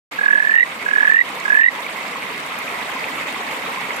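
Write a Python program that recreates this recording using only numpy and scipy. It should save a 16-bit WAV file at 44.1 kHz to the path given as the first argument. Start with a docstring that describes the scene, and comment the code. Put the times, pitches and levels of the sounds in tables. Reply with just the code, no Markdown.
"""Beside a rushing stream at night, the microphone close to a rock where a small frog sits, to the right.
The frog gives three rising, trilled whistles, each a run of throat pulses that climb, swell and merge.
Behind it the water is a wash of far splashes, with ringing bubbles, a few near plops and ticking spray.
The recorder's limiter ducks the water under the loud end of each call."""
import sys
import numpy as np
from scipy import signal
from scipy.io import wavfile
from scipy.ndimage import uniform_filter1d, minimum_filter1d

SR = 44100
rng = np.random.default_rng(int(sys.argv[2]) if len(sys.argv) > 2 else 0)


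def master_out(mix):
    """Clip the mix to full scale and print it as 16-bit PCM to the path in sys.argv[1]."""
    frames = np.transpose(np.atleast_2d(mix))
    ceiling = np.clip(frames, -1, 1)
    pcm = np.round(ceiling * 32767).astype(np.int16)
    wavfile.write(sys.argv[1], SR, pcm)


N = 176400
T = np.arange(N) / SR

# The stream's spectrum from the bank. Each row: frequency in Hz, relative level per Hz in dB.
WATER_SPECTRUM = [(18, -59), (30, -47), (53, -16), (97, -20.5), (177, -3.5), (202, -3.5), (270, -0.5),
                  (389, -7), (479, -2.5), (673, -4.5), (897, -0.5), (996, 1.5), (1330, -3), (1590, -7),
                  (2070, -0.5), (2490, -2.5), (2690, -7), (3230, -8.5), (4090, -14.5), (5590, -23.5),
                  (6210, -23), (8060, -19.5), (9940, -30), (11900, -24), (15500, -36.5)]
# Where each pitch of the water sits. Each row: frequency in Hz, left minus right in dB.
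WATER_BALANCE = [(100, -0.2), (450, 0.7), (730, -2), (1000, 0), (1150, -4), (1370, 5), (1600, 3),
                 (1950, -14), (2450, -0.5), (3000, 3), (3600, 2), (4200, 0), (8000, 2), (13000, 2.5)]


def from_db(db):
    """Decibels to gain."""
    return 10 ** (np.asarray(db) / 20)


def unit_rms(x):
    """Scale to unit power."""
    return x / np.sqrt(np.mean(x ** 2) + 1e-20)


def in_time(rows):
    """Join rows of (seconds, value) into a curve over the scene."""
    return np.interp(T, *np.transpose(rows))


def at_hz(rows, hz):
    """Read rows of (Hz, value) on a log-frequency axis."""
    freqs, values = np.transpose(rows)
    return np.interp(np.log(hz), np.log(freqs), values)


def band(x, low_hz, high_hz):
    """Band-pass."""
    sos = signal.butter(2, [low_hz, min(high_hz, .45 * SR)], "band", fs=SR, output="sos")
    return signal.sosfilt(sos, x + 1e-18)


def drift(hz):
    """A random wander with spread 1, rolling off above hz."""
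    pole = np.exp(-40 * np.pi * hz / SR)
    slow = signal.lfilter([1], [1, -2 * pole, pole * pole], rng.standard_normal(N // 20 + 4002))[4000:]
    return np.interp(np.arange(N) / 20, np.arange(len(slow)), unit_rms(slow))


def panned(db):
    """Left and right gains for a level difference."""
    return from_db([[db / 2], [-db / 2]])


def add(out, start_s, sound):
    """Mix a sound in at a time."""
    i = int(start_s * SR)
    out[..., i:i + sound.shape[-1]] += sound[..., :max(N - i, 0)]


def wash():
    """Countless far splashes: quarter-octave noise bands that flicker, partly together, mostly apart."""
    # How alike the two sides are. Each row: frequency in Hz, left-right correlation.
    likeness = [(60, 0.55), (110, 0.8), (200, 1), (380, 0.78), (700, 1), (1290, -0.17), (2380, 0.36),
                (4400, -0.16), (8120, 0.052), (15000, -0.074)]
    out, together = 0, drift(41)
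    edges_hz = 30 * 2 ** np.arange(0, 9.3, .25)
    white = rng.standard_normal((2, 2, N))
    for k, (low, high) in enumerate(zip(edges_hz, edges_hz[1:])):
        mid, side = band(white[k % 2], low, high)
        hz = np.sqrt(low * high)
        alike = np.clip(at_hz(likeness, hz), -.5, .98)
        stereo = mid + np.sqrt((1 - alike) / (1 + alike)) * side * [[1], [-1]]
        flicker_db = 2.01 * (0.32 * together + drift(33.5))
        gain = from_db(at_hz(WATER_SPECTRUM, hz) + flicker_db)
        out = out + gain * panned(at_hz(WATER_BALANCE, hz)) * stereo
    return from_db(-27.5) * unit_rms(out)


def bubble(hz, cycles, lag_s):
    """A bubble rings for some cycles and rises in pitch; a positive lag reaches the left side later."""
    t60 = cycles / hz
    delays = np.array([[max(lag_s, 0)], [max(-lag_s, 0)]])
    t = np.maximum(T[:int(t60 * SR) + 40] - delays, 0)
    ring = np.sin(2 * np.pi * hz * t * (1 + 0.1 * t / t60))
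    envelope = from_db(-60 * t / t60) * (1 - np.exp(-t * hz))
    return ring * envelope * panned(at_hz(WATER_BALANCE, hz))


def babble(per_s=420, low_hz=400, high_hz=4500):
    """Bubbles of many sizes burst at random across the stream."""
    out = np.zeros((2, N))
    for when, pitch, size, length, place in rng.random((int(per_s * N / SR), 5)):
        hz = low_hz * (high_hz / low_hz) ** pitch
        size_db = 2.5 * min(-np.log(1 - size), 3.6)
        db = at_hz(WATER_SPECTRUM, hz) + 10 * np.log10(hz) + size_db
        ring = bubble(hz, cycles=37.5 * (.5 + 1.1 * length), lag_s=0.00048 * (2 * place - 1))
        add(out, when * N / SR, from_db(db) * ring)
    return from_db(-34.5) * unit_rms(out)


def spray(per_s=220, tick_s=0.00099, drop_decay_s=0.0064):
    """Fine droplets tick all the time; a few larger drops hit the rock."""
    # Drops on the rock. Each row: start in seconds, relative level in dB.
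    drops = [(1.3494, -32), (2.4627, -26), (2.587, -23), (2.7876, -27), (3.1058, -35), (3.3243, -25),
             (3.9629, -23.5)]
    sizes = from_db(4.5 * np.minimum(rng.exponential(1, N), 4.5))
    landings = sizes * (rng.random(N) < per_s / SR)
    ticks = signal.lfilter([1], [1, -np.exp(-1 / (tick_s * SR))], landings + 1e-18)
    fine = from_db(-52) * unit_rms(band(ticks * rng.standard_normal((2, N)), 2400, 10200))
    hits = np.zeros((2, N))
    for start_s, db in drops:
        add(hits, start_s, from_db(db - 10) * np.exp(-T[:SR // 20] / drop_decay_s))
    return fine + hits * unit_rms(band(rng.standard_normal((2, N)), 4400, 13000))


def plops():
    """A few large bubbles burst near the rock, and a few short, high splashes land close by."""
    # Each row: start in seconds, level in dB before panning, starting pitch in Hz, cycles of ring.
    near_plops = [(1.788, -18.5, 950, 77), (1.865, -15, 2220, 52), (2.157, -15, 1044, 31),
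                  (2.227, -18, 2340, 46), (2.078, -24, 4900, 25), (2.68, -13.5, 2410, 35),
                  (2.962, -18.5, 1020, 61), (2.996, -20, 4600, 23), (3.042, -3.5, 2440, 17.4),
                  (3.752, -24, 4400, 25), (3.774, -18, 1010, 53), (3.906, -11, 2050, 25)]
    out = np.zeros((2, N))
    for start_s, db, hz, cycles in near_plops:
        add(out, start_s, from_db(db) * bubble(hz, cycles, lag_s=0))
    return out


def throat_pulses(first_s, last_s, count, attack_s=0.003, release_s=0.0059, catch_width_s=0.0018):
    """Envelopes of the throat's slightly quickening pulses and of the rough catch just before each."""
    progress = np.linspace(0, 1, count)
    times = first_s + (last_s - first_s) * (progress + .052 * progress * (1 - progress))
    pulse, catch = np.zeros((2, N))
    t = np.arange(-SR // 50, SR // 50) / SR
    for peak_s, late, (stretch, force, early) in zip(times, progress, rng.standard_normal((count, 3))):
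        half_width_s = np.where(t < 0, attack_s, release_s * np.exp(.08 * stretch))
        half_width_s *= 1 - 0.27 * late ** 3
        add(pulse, peak_s + t[0], np.exp(-np.abs(t / half_width_s) ** 2.1))
        lead_s = 0.0061 * np.exp(0.11 * early) * (1 + 0.52 * late ** 3)
        strength = (1 - 0.27 * late ** 4) * from_db(1.66 * force)
        add(catch, peak_s + t[0], strength * np.exp(-((t + lead_s) / catch_width_s) ** 2))
    return pulse, catch


def call(first_s, last_s, steepness, effort, count):
    """One call: throat pulses merge on a rising tone. Returns the whistle and its faint upper tones."""
    start_hz, rise_hz, climb_hz = 1649.7, 111.5, 255
    sag_hz, catch_lift_hz, jitter_hz = 140.4, 145, 20.8
    shimmer_db, stop_s = 1.55, 0.014
    pulse, catch = throat_pulses(first_s, last_s, count)
    along = np.clip((T - first_s) / (last_s - first_s), 0, 1)
    merged = along ** steepness
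    # Late in the call the tone carries on between pulses, sagging in pitch there.
    stop = np.exp(-(np.maximum(T - last_s, 0) / stop_s) ** 2)
    sustain = 0.16 * np.sqrt(merged) * (1 - pulse) * stop
    hz = start_hz + rise_hz * along + climb_hz * merged - sag_hz * merged * (1 - pulse)
    hz += (1 - 0.85 * merged) * (catch_lift_hz * catch + jitter_hz * drift(242))
    phase = 2 * np.pi * np.cumsum(hz) / SR
    rough = 0.27 * catch + sustain * from_db(2.1 * drift(87))
    shimmer = from_db(shimmer_db * (1 - merged) * drift(170))
    tone = (pulse * shimmer + rough) * np.sin(phase)
    rasp = from_db(-13) * rough * (1 - merged) * unit_rms(band(rng.standard_normal(N), 2250, 2610))
    # While the pulses are half merged, a tone a fifth higher breaks in between them.
    half_merged = 4 * merged * (1 - merged)
    fifth = from_db(-21) * rough * half_merged * np.sin(1.5 * phase + .5 * drift(100))
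    octave = from_db(-35.5) * (pulse + 2 * rough) * merged * np.sin(2 * phase + .4 * drift(150))
    return from_db(in_time(effort)) * np.array([tone + rasp, fifth + octave])


def frog(left_db=-10, right_db=-1.5, right_lag_s=.00032, echo_t60_s=0.3):
    """The close whistle is louder on the right, its upper tones even; rocks scatter a faint echo."""
    # Each row: a call's first and last pulse in seconds, steepness of its final pitch climb.
    calls = [(0.190, 0.63, 5.5), (0.864, 1.213, 6.5), (1.458, 1.685, 3.07)]
    # The frog's effort, one curve a call. Each row: time in seconds, relative level in dB.
    efforts = [
        [(.19, -7), (.24, -3), (.275, 1), (.36, 3), (.42, -3), (.53, -2), (.57, 5.5), (.612, 9), (.635, 5)],
        [(.866, -7), (.9, -7.5), (.96, 1), (1.01, -0.5), (1.06, 0), (1.13, 2.5), (1.175, 8.5), (1.215, 7.5)],
        [(1.459, -7.5), (1.484, -9.5), (1.504, 1.5), (1.55, 4), (1.6, 7), (1.645, 11.5), (1.686, 8.5)],
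    ]
    # The number of throat pulses in each call.
    counts = (20, 16, 11)
    whistle, upper = sum(call(*row, effort, n) for row, effort, n in zip(calls, efforts, counts))
    left = from_db(left_db) * whistle + upper
    right = np.interp(T - right_lag_s, T, from_db(right_db) * whistle + upper)
    t = T[:SR // 5]
    scatter = rng.standard_normal((2, len(t))) * from_db(-60 * t / echo_t60_s)
    scatter /= np.sqrt(np.sum(scatter ** 2, axis=1, keepdims=True))
    echo = signal.fftconvolve(whistle[None], scatter, axes=1)[:, :N]
    return np.array([left, right]) + from_db(-38.5) * echo


def scene():
    """The frog close to the microphone, the stream slowly swelling behind it."""
    # The stream's flow. Each row: time in seconds, gain in dB.
    flow = [(.12, -2), (.5, -3.5), (1.0, -1), (1.8, -0.5), (2.5, 0), (3.1, 1.5), (4.0, 1)]
    return frog() + from_db(in_time(flow)) * (wash() + babble()) + plops() + spray()


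def record(dry):
    """A fast limiter turns both sides down together; the sound fades in and the top is cut."""
    ceiling, recovery_db_per_s, lookahead_s = .95, 174, .005
    open_s, fade_s, cutoff_hz = 0.11, 0.0085, 15800
    over_db = np.maximum(20 * np.log10(np.abs(dry).max(axis=0) / ceiling + 1e-9), 0)
    recovery_db = recovery_db_per_s * T
    duck_db = np.maximum.accumulate(over_db + recovery_db) - recovery_db
    window = int(lookahead_s * SR) + 1
    gain = from_db(uniform_filter1d(minimum_filter1d(-duck_db, window), window))
    fade_in = np.clip((T - open_s) / fade_s, 0, 1)
    notch = signal.iirnotch(4070, Q=75, fs=SR)  # a narrow dip in the microphone's response
    coloured = signal.lfilter(*notch, dry * gain * fade_in)
    return signal.sosfilt(signal.ellip(12, .1, 90, cutoff_hz, fs=SR, output="sos"), coloured)


dry = scene()
out = record(dry)
master_out(out)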